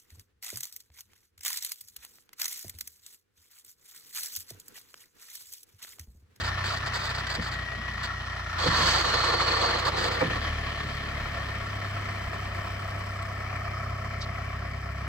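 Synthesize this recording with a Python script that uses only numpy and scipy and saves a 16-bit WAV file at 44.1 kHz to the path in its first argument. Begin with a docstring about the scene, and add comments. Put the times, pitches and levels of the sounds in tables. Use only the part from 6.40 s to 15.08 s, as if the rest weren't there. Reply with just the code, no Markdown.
"""A diesel forklift idles across an open paved lot, lowers its forks and turns to face the microphone.
Each firing gives an exhaust puff, as a stack of tones, and a knock in the block, as a noise burst.
The hydraulic pump whines at first, then fades to a trace; oil spurts in bursts of noise as the chain ticks.
Oil then rushes and squeals through the lowering valve, the mast clunks in decaying modes, and the engine
picks up. Grit hisses under the tyres and a light breeze rumbles behind it all."""
import sys
import numpy as np
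from scipy import signal
from scipy.fft import rfft, irfft, next_fast_len
from scipy.io import wavfile
from scipy.ndimage import uniform_filter1d, map_coordinates

SR = 44100
rng = np.random.default_rng(int(sys.argv[2]) if len(sys.argv) > 2 else 0)


def generate_wav(signal):
    """Clip the signal to [-1, 1] and save it as 16-bit WAV at the path in sys.argv[1]."""
    frames = np.transpose(np.atleast_2d(signal))
    scaled = np.clip(frames, -1, 1) * 32767
    pcm = np.round(scaled).astype(np.int16)
    wavfile.write(sys.argv[1], SR, pcm)


N = 382769
TIME = np.arange(N) / SR

# Engine speed. Each row: time in seconds, firings per second.
ENGINE_SPEED = [(0.0, 31.222), (0.139, 30.44), (0.363, 32.273), (1.171, 31.002), (1.939, 30.967),
                (2.208, 28.326), (2.616, 30.415), (3.751, 31.212), (4.111, 37.107), (4.37, 35.153),
                (4.797, 35.429), (5.104, 33.867), (6.002, 32.395), (6.441, 32.724), (7.367, 32.638),
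                (8.68, 33.744)]
# Strength of each cylinder's knock, in firing order, in dB.
CYLINDERS_DB = [2.2, 2.8, 3.0, 0]
# Spectrum of an oil spurt, which also colours the chain. Each row: frequency in Hz, level in dB.
SPURT_SPECTRUM = [(200, -24), (450, -6), (800, -3), (1100, 1), (1450, 0), (2000, -6), (2600, -15),
                  (3200, -11), (3800, -10.5), (4750, -7.5), (5600, -19.5), (8000, -22.5), (9000, -35),
                  (14000, -39), (15400, -34)]
# Resonances of the oil pipes. Each row: frequency in Hz, width in Hz, lift in dB.
PIPE_MODES = [(4050, 50, 6), (4222, 30, 3), (4425, 60, 3), (4680, 20, 6), (5012, 16, 6), (6501, 10, 4),
              (7830, 14, 5)]


def gain_of(db):
    """Decibels to gain."""
    return 10 ** (np.asarray(db) / 20)


def evened(x):
    """Scales to rms 1; a mid-side pair is scaled by its mid."""
    return x / np.sqrt(np.mean(np.atleast_2d(x)[0] ** 2) + 1e-20)


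def follow(rows):
    """Draws straight lines through the rows, one curve per column, holding the end values."""
    s, *columns = np.transpose(rows)
    return [np.interp(TIME, s, c) for c in columns]


def colour(x, points):
    """Filters by a spectrum of (Hz, dB) points."""
    size = next_fast_len(N, True)
    hz, db = np.transpose(points)
    bins_hz = np.fft.rfftfreq(size, 1 / SR)
    gain = gain_of(np.interp(np.log(bins_hz + 1), np.log(hz), db))
    return irfft(rfft(x, size) * gain, size)[..., :N]


def add(mix, s, sound):
    """Adds a sound into the channels of mix at time s."""
    part = mix[:, max(round(s * SR), 0):][:, :sound.shape[-1]]
    part += sound[..., :part.shape[1]]


def wander(rate):
    """Random curve of rms 1 with `rate` knots per second; it holds still once 4096 knots are spent."""
    knots = rng.standard_normal(4096)
    return evened(np.interp(TIME * rate, np.arange(len(knots)), knots))


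def crackle(spread_db, rate):
    """Mid and side noise whose strength wanders, within bounds, from instant to instant."""
    strength = gain_of(spread_db * np.tanh(wander(rate)))
    return evened(rng.standard_normal((2, N)) * strength)


def resonate(x, hz, width):
    """Shifts hz down to zero, smooths, and shifts back: a resonance of gain 1 that can move."""
    turn = np.exp(2j * np.pi * np.cumsum(hz * np.ones(N)) / SR)
    r = np.exp(-np.pi * abs(width) / SR)
    return 2 * (turn * signal.lfilter([1 - r], [1, -r], x / turn)).real


def ringing(x, modes):
    """Lifts narrow resonances out of a sound, from rows of (Hz, width Hz, dB)."""
    lifts = [(gain_of(db) - 1) * signal.lfilter(*signal.iirpeak(hz, hz / width, SR), x)
             for hz, width, db in modes]
    return x + sum(lifts)


def churn(x, depth_db, patch_hz=260, patch_s=.035):
    """Patches of the spectrum swell and sink at random."""
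    hz, s, z = signal.stft(x, SR, nperseg=512, noverlap=384)
    field = rng.standard_normal((256, 512))
    where = np.meshgrid(hz / patch_hz, s / patch_s, indexing="ij")
    patches = map_coordinates(field, where, order=1, mode="wrap")
    churned = signal.istft(z * gain_of(depth_db * patches), SR, nperseg=512, noverlap=384)[1]
    return evened(churned[:, :N])


def steel(x, t60, share):
    """The treble also passes through steelwork with dense, short-lived modes."""
    t = np.arange(4096) / SR
    ring = rng.standard_normal((2, len(t))) * 1000 ** (-t / t60)
    ring /= np.linalg.norm(ring, axis=1, keepdims=True)
    ring = signal.sosfilt(signal.butter(2, 2200, "high", fs=SR, output="sos"), ring)
    return evened(x + share * signal.oaconvolve(x, ring, axes=1)[:, :N])


def spread(mid, side):
    """The side is part phase shift between the ports, part scattered sound; each port favours its own bands."""
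    # Between the two microphone ports. Each row: frequency in Hz, side against mid in dB,
    # share of the side that is a quarter cycle ahead, -1 to 1.
    port_width = [(60, -15, 0.21), (140, -16.5, -0.45), (260, -12, -0.18), (388, 1.5, -0.96),
                  (604, -9.5, -0.55), (890, 5, -0.57), (1120, -9, 1), (1340, -4, -0.7), (1620, -3, 0.42),
                  (1850, -8, 0.52), (2280, 0, 0.29), (2920, 2.5, -0.38), (4700, -0.5, -0.77),
                  (15000, 0, -0.077)]
    # Lean of the microphone. Each row: frequency in Hz, left against right in dB.
    port_lean = [(200, 0), (320, .5), (480, -2.5), (690, 3), (960, -5), (1450, 2.5), (1640, -1), (2000, 8),
                 (2400, 8.5), (3200, -3.5), (4200, -2), (5600, -7.5), (6700, -4.5), (8000, -9), (13500, 5),
                 (15500, 3)]
    size = next_fast_len(N, True)
    hz, db, ahead = np.transpose(port_width)
    bins_hz = np.fft.rfftfreq(size, 1 / SR)
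    ahead = np.clip(np.interp(np.log(bins_hz + 1), np.log(hz), ahead), -1, 1)
    shifted = 1j * ahead * rfft(mid, size)
    scattered = np.sqrt(1 - ahead ** 2) * rfft(side, size)
    side = colour(irfft(shifted + scattered, size)[:N], np.transpose([hz, db]))
    # the two ports' powers add up to the same total in every band
    left, right = [[(f, 10 * np.log10(2 / (1 + gain_of(-sign * lean) ** 2))) for f, lean in port_lean]
                   for sign in (1, -1)]
    return np.array([colour(mid + side, left), colour(mid - side, right)])


def placed(pair, left_db):
    """Leans a left-right pair to one side: left against right in dB."""
    return pair * gain_of([[left_db / 2], [-left_db / 2]])


def air(gust_db=3):
    """A light breeze rumbles under faint open-air hiss, as coloured noise with slow gusts."""
    # Breeze and distance. Each row: frequency in Hz, relative level in dB per Hz.
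    air_spectrum = [(15, -51), (35, 4.5), (70, 6.5), (100, 2), (150, 0), (400, -11.5), (2000, -5.5),
                    (8000, -44.5), (15000, -40)]
    # Strength of the breeze before gusts. Each row: time in seconds, level in dB.
    breeze = [(0, -45.5), (2, -46), (4.5, -43), (6.2, -44.5), (7.2, -47.5), (8.68, -45.5)]
    gusts = gust_db * np.tanh(wander(3.08))
    return evened(colour(rng.standard_normal((2, N)), air_spectrum)) * gain_of(follow(breeze)[0] + gusts)


def squeak(width_hz=1000):
    """A brief squeak that sags in pitch: a tone made fuzzy by low-passed noise."""
    # Each row: time in seconds, frequency in Hz, level in dB.
    squeak_path = [(7.806, 5040, -50), (7.82, 4720, -40), (7.832, 4300, -45), (7.85, 4140, -49)]
    hz, db = follow(squeak_path)
    lowpass = signal.butter(2, width_hz, fs=SR, output="sos")
    fuzz = evened(signal.sosfilt(lowpass, rng.standard_normal((2, N))))
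    sounding = (TIME > squeak_path[0][0]) & (TIME < squeak_path[-1][0])
    return np.sqrt(2) * sounding * gain_of(db) * fuzz * np.cos(2 * np.pi * np.cumsum(hz) / SR)


def tyres(spread_db=7):
    """Grit hisses under the turning tyres as uneven noise; a few grains crack as sudden swells of it."""
    # Tyres scrubbing grit on the pavers in the turn. Each row: time in seconds, level in dB.
    scrub = [(3.6, -72), (4.5, -60.5), (6.6, -57), (7.1, -62.5), (8.68, -64.5)]
    # Spectrum of the grit. Each row: frequency in Hz, relative level in dB per Hz.
    grit = [(1500, -32), (3000, -3), (5500, -2), (6700, -13), (8000, -3.5), (9500, -18.5), (14000, -16.5)]
    # Single grains that crack under a tyre. Each row: start in seconds, level in dB added to the scrub.
    cracks = [(4.55, -52), (6.82, -50.5), (7.16, -56)]
    level = gain_of(follow(scrub)[0])
    decay = np.exp(-np.arange(2000) / SR / 0.0086)
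    for s, db in cracks:
        add(level[None], s, gain_of(db) * decay)
    return level * evened(colour(crackle(spread_db, rate=410), grit))


def thuds(half_cycles=0.55):
    """The machine rocks on its tyres, which take the weight with a few low swings under a bell envelope."""
    # Each row: middle in seconds, level in dB, frequency in Hz.
    thud_rows = [(1.003, -32, 75), (5.22, -41, 31.9), (5.56, -35, 73), (5.875, -36, 47.7)]
    out = np.zeros(N)
    for s, db, hz in thud_rows:
        cycles = (TIME - s) * hz
        bell = np.exp(-(cycles / half_cycles) ** 2)
        out += np.sqrt(2) * gain_of(db) * bell * np.cos(2 * np.pi * cycles)
    return out


def clunks(rattle=0.54):
    """Blows, then rattling contacts, ring the mast; soft blows reach its low modes, hard ones the high."""
    # Clunks of mast and carriage. Each row: start in seconds, loudest short-term level in dB,
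    # contact time in seconds, brightness in Hz.
    blows = [(.970, -34, .003, 210), (.986, -32.5, .003, 190), (1.37, -42, .02, 160),
             (2.256, -28, .005, 560), (2.277, -28, .005, 140), (2.308, -33, .007, 170),
             (2.385, -36, .012, 180), (2.42, -34, .014, 180), (3.807, -28.5, .005, 2400),
             (3.815, -23, .004, 800), (3.843, -32.5, .008, 360), (3.876, -34, .007, 190),
             (3.903, -35, .006, 1300), (3.952, -40, .012, 500), (4.44, -39, .014, 170),
             (4.857, -38, .006, 2400)]
    # What the mast rings with. Each row: frequency in Hz, level in dB, 60 dB decay time in seconds.
    mast_modes = [(118, 0, .13), (165, 2, .14), (225, 0, .13), (285, -1, .13), (335, -4, .1), (462, 1, .08),
                  (518, 6, .08), (640, -4, .05), (800, 3, .04), (930, -1, .03), (1250, 7, .03),
                  (1400, 4, .03), (1780, 9, .04), (2300, 6, .025)]
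    out, t = np.zeros((2, N)), np.arange(12000) / SR
    for s, db, contact, bright_hz in blows:
        lowest_hz = bright_hz / 3
        ring = np.zeros((2, len(t)))
        for hz, mode_db, t60 in mast_modes:
            reach = (1 + (hz / bright_hz) ** 4 + (lowest_hz / hz) ** 4) ** .5
            swing = np.sin(2 * np.pi * (hz * t + rng.random((2, 1))))
            ring += gain_of(mode_db) * 1000 ** (-t / t60) * swing / reach
        ring = ring * np.minimum(t / .001, 1)
        solid = evened(ring * (1 - np.exp(-t / contact)))
        contacts = rng.standard_normal((2, len(t))) * (t / contact) * np.exp(-t / contact)
        rattling = evened(signal.fftconvolve(contacts, ring, axes=1)[:, :len(t)])
        sound = solid + rattle * rattling
        loudest = np.sqrt(uniform_filter1d(sound ** 2, size=900).max(axis=1, keepdims=True))
        add(out, s, gain_of(db) * sound / loudest)
    return out


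def ticks(level_db=3, tail_db=-6, tail_s=.008):
    """Each chain link lands with a crack and a short, dense steel ring, a little brighter than the spurts."""
    # Lift chain against the mast. Each row: start in seconds, level in dB before level_db is added.
    tick_rows = [(0.0423, -39), (0.0687, -31), (0.2423, -27), (0.2844, -32), (0.3731, -25), (0.4623, -26),
                 (0.5357, -27), (0.5574, -27), (0.6544, -23), (0.7497, -26), (0.7816, -31), (0.8704, -26),
                 (0.9014, -22), (0.9517, -21), (1.0241, -27), (1.1333, -33), (1.6357, -30), (3.1198, -20),
                 (3.465, -26), (3.6426, -21)]
    out, t = np.zeros((2, N)), np.arange(3000) / SR
    crack_s = .0015
    shape = np.exp(-t / crack_s) + gain_of(tail_db) * np.exp(-t / tail_s)
    for s, db in tick_rows:
        add(out, s, gain_of(db + level_db) * shape * rng.standard_normal((2, len(t))))
    brighter = colour(colour(out, SPURT_SPECTRUM), [(1200, -1.5), (9000, 4)])
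    return ringing(brighter, PIPE_MODES)


def spurts(rise=0.0025, level_db=-1.8, ring_share=1.0):
    """Oil spurts as the valve is feathered: short gritty bursts of noise that ring the pipes."""
    # Each row: start in seconds, length in seconds, level in dB before level_db is added.
    spurt_rows = [(0, 0.015, -29), (0.034, 0.052, -31.5), (0.24, 0.11, -31), (0.361, 0.023, -36),
                  (0.46, 0.021, -31.5), (0.534, 0.042, -28.5), (0.59, 0.083, -34.5), (0.642, 0.036, -37.5),
                  (0.691, 0.025, -32), (0.739, 0.026, -34), (0.78, 0.022, -34.5), (0.865, 0.011, -31.5),
                  (0.892, 0.036, -31.5), (0.938, 0.023, -31), (1.012, 0.076, -35.5), (1.113, 0.035, -34.5),
                  (1.628, 0.03, -31), (3.383, 0.018, -32), (3.448, 0.042, -31), (3.565, 0.12, -32.5),
                  (3.71, 0.049, -36), (3.79, 0.025, -38)]
    fall = .008  # seconds
    opening, t = np.zeros(N), np.arange(8192) / SR
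    for s, length, db in spurt_rows:
        shape = (1 - np.exp(-t / rise)) * np.exp(-np.maximum(t - length, 0) / fall)
        add(opening[None], s, gain_of(db) * shape)
    jet = steel(crackle(spread_db=6, rate=1300), t60=.05, share=1.3)
    pipes = [(hz, width, db * ring_share) for hz, width, db in PIPE_MODES]
    return gain_of(level_db) * opening * evened(ringing(colour(jet, SPURT_SPECTRUM), pipes))


def squeal(turns, throb_db=4.0, bend_hz=22):
    """The valve squeals as the flow settles: a narrow band of noise that throbs and bends with each firing."""
    # Each row: time in seconds, frequency in Hz before bending, level in dB before trim and throb.
    squeal_path = [(2.6, 4330, -56), (2.74, 4370, -38), (2.98, 4430, -36.5), (3.24, 4510, -36),
                   (3.33, 4470, -40), (3.42, 4450, -60)]
    hz, db = follow(squeal_path)
    hz = hz + bend_hz * np.sin(2 * np.pi * turns) + bend_hz * wander(40)
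    width = 170  # Hz
    tone = evened(resonate(resonate(rng.standard_normal((2, N)), hz, width), hz, 2 * width))
    sounding = (TIME > squeal_path[0][0]) & (TIME < squeal_path[-1][0])
    return sounding * tone * gain_of(db - 2.0 + throb_db * np.cos(2 * np.pi * turns))


def lowering(edge=0.015, flicker_db=2.0):
    """Turbulent oil roars through the mast, whistles in the pipes and hisses while the flow is fastest."""
    # Oil flow while the forks sink. Each row: time in seconds, flow in dB near its peak's 0,
    # pitch of the jet in the valve in Hz.
    oil_flow = [(2.179, -9, 4440), (2.33, -7.5, 4350), (2.42, -1, 4500), (2.51, 0.5, 4600), (2.6, -6, 4500),
                (2.76, -7.5, 4170), (2.999, -10.5, 4300), (3.27, -9.5, 4330), (3.43, -18.5, 4160),
                (3.78, -26, 4300)]
    # Spectra of the roar and of the hiss. Each row: frequency in Hz, relative level in dB per Hz.
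    roar_spectrum = [(82, -42), (140, -23), (167, -2.5), (210, -28.5), (342, -2.5), (407, -9.5), (484, 2.5),
                     (590, -5.5), (760, -4.5), (907, -2.5), (1120, 2), (1450, 2), (1600, -6), (1860, 2.5),
                     (2190, -8), (2700, -11.5), (3400, -16), (4420, -12), (7480, -120)]
    hiss_spectrum = [(2000, 8.5), (3200, 8.5), (4300, 11), (5200, 14), (5900, 3), (6500, 9), (7200, 1.5),
                     (7900, 5.5), (8800, -17), (11000, -9), (14000, -19), (15400, -14)]
    roar_db, whistle_db, hiss_db = -28.5, -32.5, -32.5  # at flow 0 dB, before body and flicker
    roar_law, whistle_law = 0.37, 0.5  # dB per dB of flow; the hiss follows it one to one
    choke_db, choke_law = -6, 0.23  # below this flow the whistle dies away faster, by this many dB per dB
    body_hz, body_db, body_db_per_s = 850, -1, 6.5  # the low part of the roar swells as the carriage sinks
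    hollow_hz, hollow_hz_per_s = 1010, 190  # a resonance of the mast climbs as it shortens
    hollow_width_hz, hollow_db = 110, -11
    shut_s = 0.1  # the flow dies away at the end of travel
    start, end = oil_flow[0][0], oil_flow[-1][0]
    flow, jet_hz = follow(oil_flow)
    sinking_s = np.clip(TIME, start, end) - start

    jet = steel(crackle(spread_db=1.0, rate=450), t60=0.031, share=1.0)
    swirl, width = crackle(spread_db=2.5, rate=130), 520  # width in Hz
    whistle = resonate(resonate(swirl, jet_hz, width), jet_hz, width)
    whistle = evened(ringing(whistle, PIPE_MODES))
    choke = choke_law * np.maximum(choke_db - flow, 0)

    roar = churn(colour(jet, roar_spectrum), depth_db=2.8)
    body = colour(roar, [(body_hz, 0), (2 * body_hz, -40)])
    hollow = evened(resonate(roar, hollow_hz + hollow_hz_per_s * sinking_s, hollow_width_hz))
    swell = gain_of(body_db + body_db_per_s * sinking_s) - 1
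    roar = evened(roar + gain_of(hollow_db) * hollow) + swell * body
    hiss = evened(ringing(colour(jet, hiss_spectrum), PIPE_MODES))

    layers = (gain_of(roar_db + roar_law * flow) * roar
              + gain_of(whistle_db + whistle_law * flow - choke) * whistle
              + gain_of(hiss_db + flow) * hiss)
    gate = np.clip((TIME - start) / edge, 0, 1) * np.exp(-np.maximum(TIME - end, 0) / shut_s)
    return gate * gain_of(flicker_db * wander(70)) * layers


def whine(turns):
    """The pump's gears sing one thin tone; each firing jolts the shaft a little."""
    # Each row: time in seconds, frequency in Hz before the jolts, level in dB before wavering.
    whine_path = [(0, 1853, -42), (.22, 1767, -51), (.33, 1876, -46), (.62, 1953, -47), (.85, 2006, -52),
                  (.89, 1943, -38), (1.02, 1970, -55), (1.14, 1910, -42), (1.42, 1918, -39),
                  (1.58, 1936, -41), (1.8, 1906, -46), (1.95, 1906, -44.5), (2.05, 1887, -48),
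                  (2.3, 1820, -65)]
    flutter, backlash, waver_db = .35, .25, 1.6  # flutter and backlash in radians
    hz, db = follow(whine_path)
    jolts = flutter * np.sin(2 * np.pi * turns) + backlash * wander(30)
    angle = 2 * np.pi * np.cumsum(hz) / SR + jolts
    return np.sqrt(2) * np.cos(angle) * gain_of(db + waver_db * wander(43.45))


def bracket(turns, hz=3060, width=90):
    """A loose bracket sings: each firing shakes a thin ringing part with a burst of noise."""
    # Each row: time in seconds, level in dB.
    bracket_level = [(4.3, -70), (5.2, -59), (6.4, -56), (6.9, -60.5), (7.3, -62), (7.7, -62), (8.68, -63)]
    shakes = np.exp(-(turns % 1) / 2.0) * rng.standard_normal((2, N))
    sung = resonate(resonate(shakes, hz, width), hz, 3 * width)
    return gain_of(follow(bracket_level)[0]) * evened(sung)


def block(turns):
    """Each firing rings the engine block for a few milliseconds, at a slightly different pitch each time."""
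    # Each row: time in seconds, level in dB.
    block_level = [(0, -50), (3.9, -50), (4.5, -47), (6.8, -47), (7.15, -42.5), (7.4, -42), (7.7, -47),
                   (8.68, -50)]
    hz, scatter_hz, scatter_db = 1290, 70, 2
    peaks, length = .52, .14  # in parts of a firing
    firing = turns.astype(int)
    pitch, size = rng.standard_normal((2, firing[-1] + 1))[:, firing]
    strength_db = np.take(CYLINDERS_DB, firing % len(CYLINDERS_DB)) + scatter_db * np.tanh(size)
    stroke = gain_of(strength_db) * np.exp(-((turns % 1 - peaks) / length) ** 2 / 2)
    angle = 2 * np.pi * np.cumsum(hz + scatter_hz * np.tanh(pitch)) / SR
    return gain_of(follow(block_level)[0]) * evened(stroke * np.cos(angle))


def knock(noise, shape):
    """A burst of the given shape that strikes all frequencies about equally hard."""
    flat = irfft(np.exp(1j * np.angle(rfft(noise * shape))))
    return evened(flat * np.minimum(4 * shape / shape.max(), 1))


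def clatter(turns, fires=.39, scatter_db=3.1):
    """Every cylinder has its own knock, partly new each time, over the rattle of valves and gears."""
    # Combustion clatter at steady speed. Each row: time in seconds, level in dB.
    clatter_level = [(0, -34), (1.35, -38.5), (2.05, -37.5), (2.3, -30.5), (3.7, -34.5), (4.8, -38),
                     (6.8, -39.5), (7.3, -38), (8.1, -41), (8.68, -41.5)]
    # How the machine faces the microphone. Each row: time in seconds, 0 flank, 1 oblique or 2 front.
    facing_path = [(0, 0.46), (1.2, 0.78), (2.2, 0.23), (4.1, 0.93), (5.6, 1.52), (6.7, 1.88), (8.68, 1.9)]
    # The clatter as it radiates each way. Each row: frequency in Hz, relative level in dB per Hz.
    flank = [(130, 16.5), (220, -41), (400, -31), (650, 0), (880, 1.5), (1150, 4), (1400, 15.5), (1520, -3),
             (1800, 6), (2150, -3.5), (4500, -12.5), (5700, -7.5), (6600, -20), (15000, -38)]
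    oblique = [(130, 9), (300, -7), (420, -8.5), (690, 1), (880, -9), (1120, 0), (1380, -1.5), (1500, -7),
               (1780, -0.5), (2450, -4.5), (2800, -10), (3100, -5), (3500, -10), (5300, -17), (9000, -31.5),
               (15000, -39)]
    front = [(130, 6.5), (430, -9.5), (690, 10.5), (870, -9), (1100, 4.5), (1360, 4.5), (1490, -4),
             (1800, -1.5), (2300, 1.5), (2750, -18), (3700, -25), (5200, -13.5), (6800, -25.5),
             (9500, -34.5), (15000, -33)]
    # Panels that the engine sets ringing. Each row: frequency in Hz, width in Hz, lift in dB.
    panels = [(338, 19, 7), (419, 5.5, 12.5), (671, 18, 3), (1021, 17, 6.5), (1124.6, 26, 8.5),
              (1799, 137, 9.5), (3030, 70, 3), (4280, 370, 5), (4960, 220, 2.5)]
    # Each row: frequency in Hz, knock against rattle in dB.
    knock_share = [(150, 1), (400, -4), (700, 1), (1000, 2), (1300, 5), (1700, -1), (2500, 0), (5000, -4),
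                   (12000, -7)]
    pull_db = 0.1131  # harder knock while speeding up, dB for each firing per second gained in a second
    rise, decay, fresh = .005, .013, .7  # seconds, seconds, new noise against the cylinder's own

    t = np.arange(2048) / SR
    shape = (1 - np.exp(-t / rise)) * np.exp(-t / decay)
    own = rng.standard_normal((len(CYLINDERS_DB), 2, len(t)))
    rattle = crackle(spread_db=3, rate=420)
    knocks = np.zeros((2, N))
    draws, sizes = rng.standard_normal((320, 2, len(t))), rng.standard_normal(320)
    for k, at in enumerate(np.flatnonzero(np.diff(np.floor(turns - fires)))):
        cylinder = k % len(own)
        strength = gain_of(CYLINDERS_DB[cylinder] + scatter_db * np.tanh(sizes[k]))
        add(knocks, at / SR, strength * knock(own[cylinder] + fresh * draws[k], shape))

    # knock and rattle share each band by the table; together they stay about white
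    drive = colour(evened(knocks), knock_share) + rattle
    drive = colour(drive, [(hz, -10 * np.log10(gain_of(db) ** 2 + 1)) for hz, db in knock_share])
    drive = signal.sosfilt(signal.butter(4, 150, "high", fs=SR, output="sos"), drive)
    drive = churn(ringing(drive, panels), depth_db=2.05)

    facing = np.clip(follow(facing_path)[0], 0, 2)
    radiated = np.zeros((2, N))
    for k, way in enumerate([flank, oblique, front]):
        radiated += np.maximum(1 - abs(facing - k), 0) * evened(colour(drive, way))
    speeding_up = np.maximum(np.gradient(follow(ENGINE_SPEED)[0]) * SR, 0)
    pull = uniform_filter1d(speeding_up, size=6000)
    return radiated * gain_of(follow(clatter_level)[0] + pull_db * pull)


def exhaust(turns, opens=0.835, uneven_db=0.72, chug_db=6):
    """One puff per firing, as a stack of orders; unequal cylinders give the half orders."""
    # Exhaust boom before trim and unevenness. 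Each row: time in seconds, then the levels in dB
    # at two, three and four times the firing rate.
    boom = [(0, -36, -35.5, -46), (.28, -44.5, -36, -50), (.46, -44, -40.5, -46.5),
            (.95, -40.5, -43.5, -46), (2.05, -41.5, -43.5, -48.5), (2.18, -44, -37, -52),
            (2.44, -36, -35, -55), (2.62, -39, -41, -46), (3.85, -40.5, -39, -48),
            (4.13, -32.5, -38.5, -64), (4.4, -39, -43.5, -43.5), (5.1, -38.5, -40, -47.5),
            (5.55, -50, -34, -49), (5.88, -42, -39.5, -50), (6.5, -44, -37, -52.5),
            (7.4, -42, -36.5, -43.5), (8.15, -38, -38, -45.5), (8.68, -37, -40, -44.5)]
    # The weaker orders. Each row: multiple of the firing rate, level in dB against the boom.
    weak_orders = [(1, -15.5), (1.5, -28), (2.5, -30), (3.5, -29), (4.5, -26), (5, -19), (5.5, -18.5),
                   (6, -22), (7, -17), (8, -26), (9, -27), (12, -21)]
    second_db, third_db, fourth_db = follow(boom)
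    boom_db = (second_db + third_db) / 2
    revving = np.clip(follow(ENGINE_SPEED)[0] - 33.6, 0, 1.8)  # firings per second above idle
    orders = [(2, second_db), (3, third_db), (4, fourth_db)]
    for k, db in weak_orders:
        swell_db = chug_db * revving if k == 1 else 0  # above idle the fundamental swells
        orders.append((k, boom_db + db + swell_db))
    jitter = .0065  # in firings
    angle = 2 * np.pi * (turns - opens + jitter * wander(25))
    lag = .25  # the pipe delays the higher orders, so each puff rings on
    puffs = -sum(gain_of(db) * np.cos(k * angle - lag * (k - 2.5) ** 2) for k, db in orders)
    return np.sqrt(2) * puffs * gain_of(-0.5 + uneven_db * wander(35))


def scene():
    """Sums the sources as mid and side, then spreads them: the engine a little left, the mast a little right."""
    turns = np.cumsum(follow(ENGINE_SPEED)[0]) / SR + 0.04102  # counts firings
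    mid, side = clatter(turns) + bracket(turns) + tyres() + squeak()
    engine = spread(mid + whine(turns) + block(turns), side)
    mast = spread(*(spurts() + lowering() + squeal(turns) + ticks() + clunks()))
    mid, side = air()
    low_and_air = spread(mid + exhaust(turns) + thuds(), side)
    return placed(engine, left_db=0.5) + placed(mast, left_db=-0.3) + low_and_air


def record(dry):
    """The recorder's band limit: a steep low-pass."""
    edge_hz = 15850
    lowpass = signal.firwin(511, edge_hz, window=("kaiser", 9), fs=SR)
    return signal.oaconvolve(dry, lowpass[None], "same")


dry = scene()
out = record(dry)
generate_wav(out)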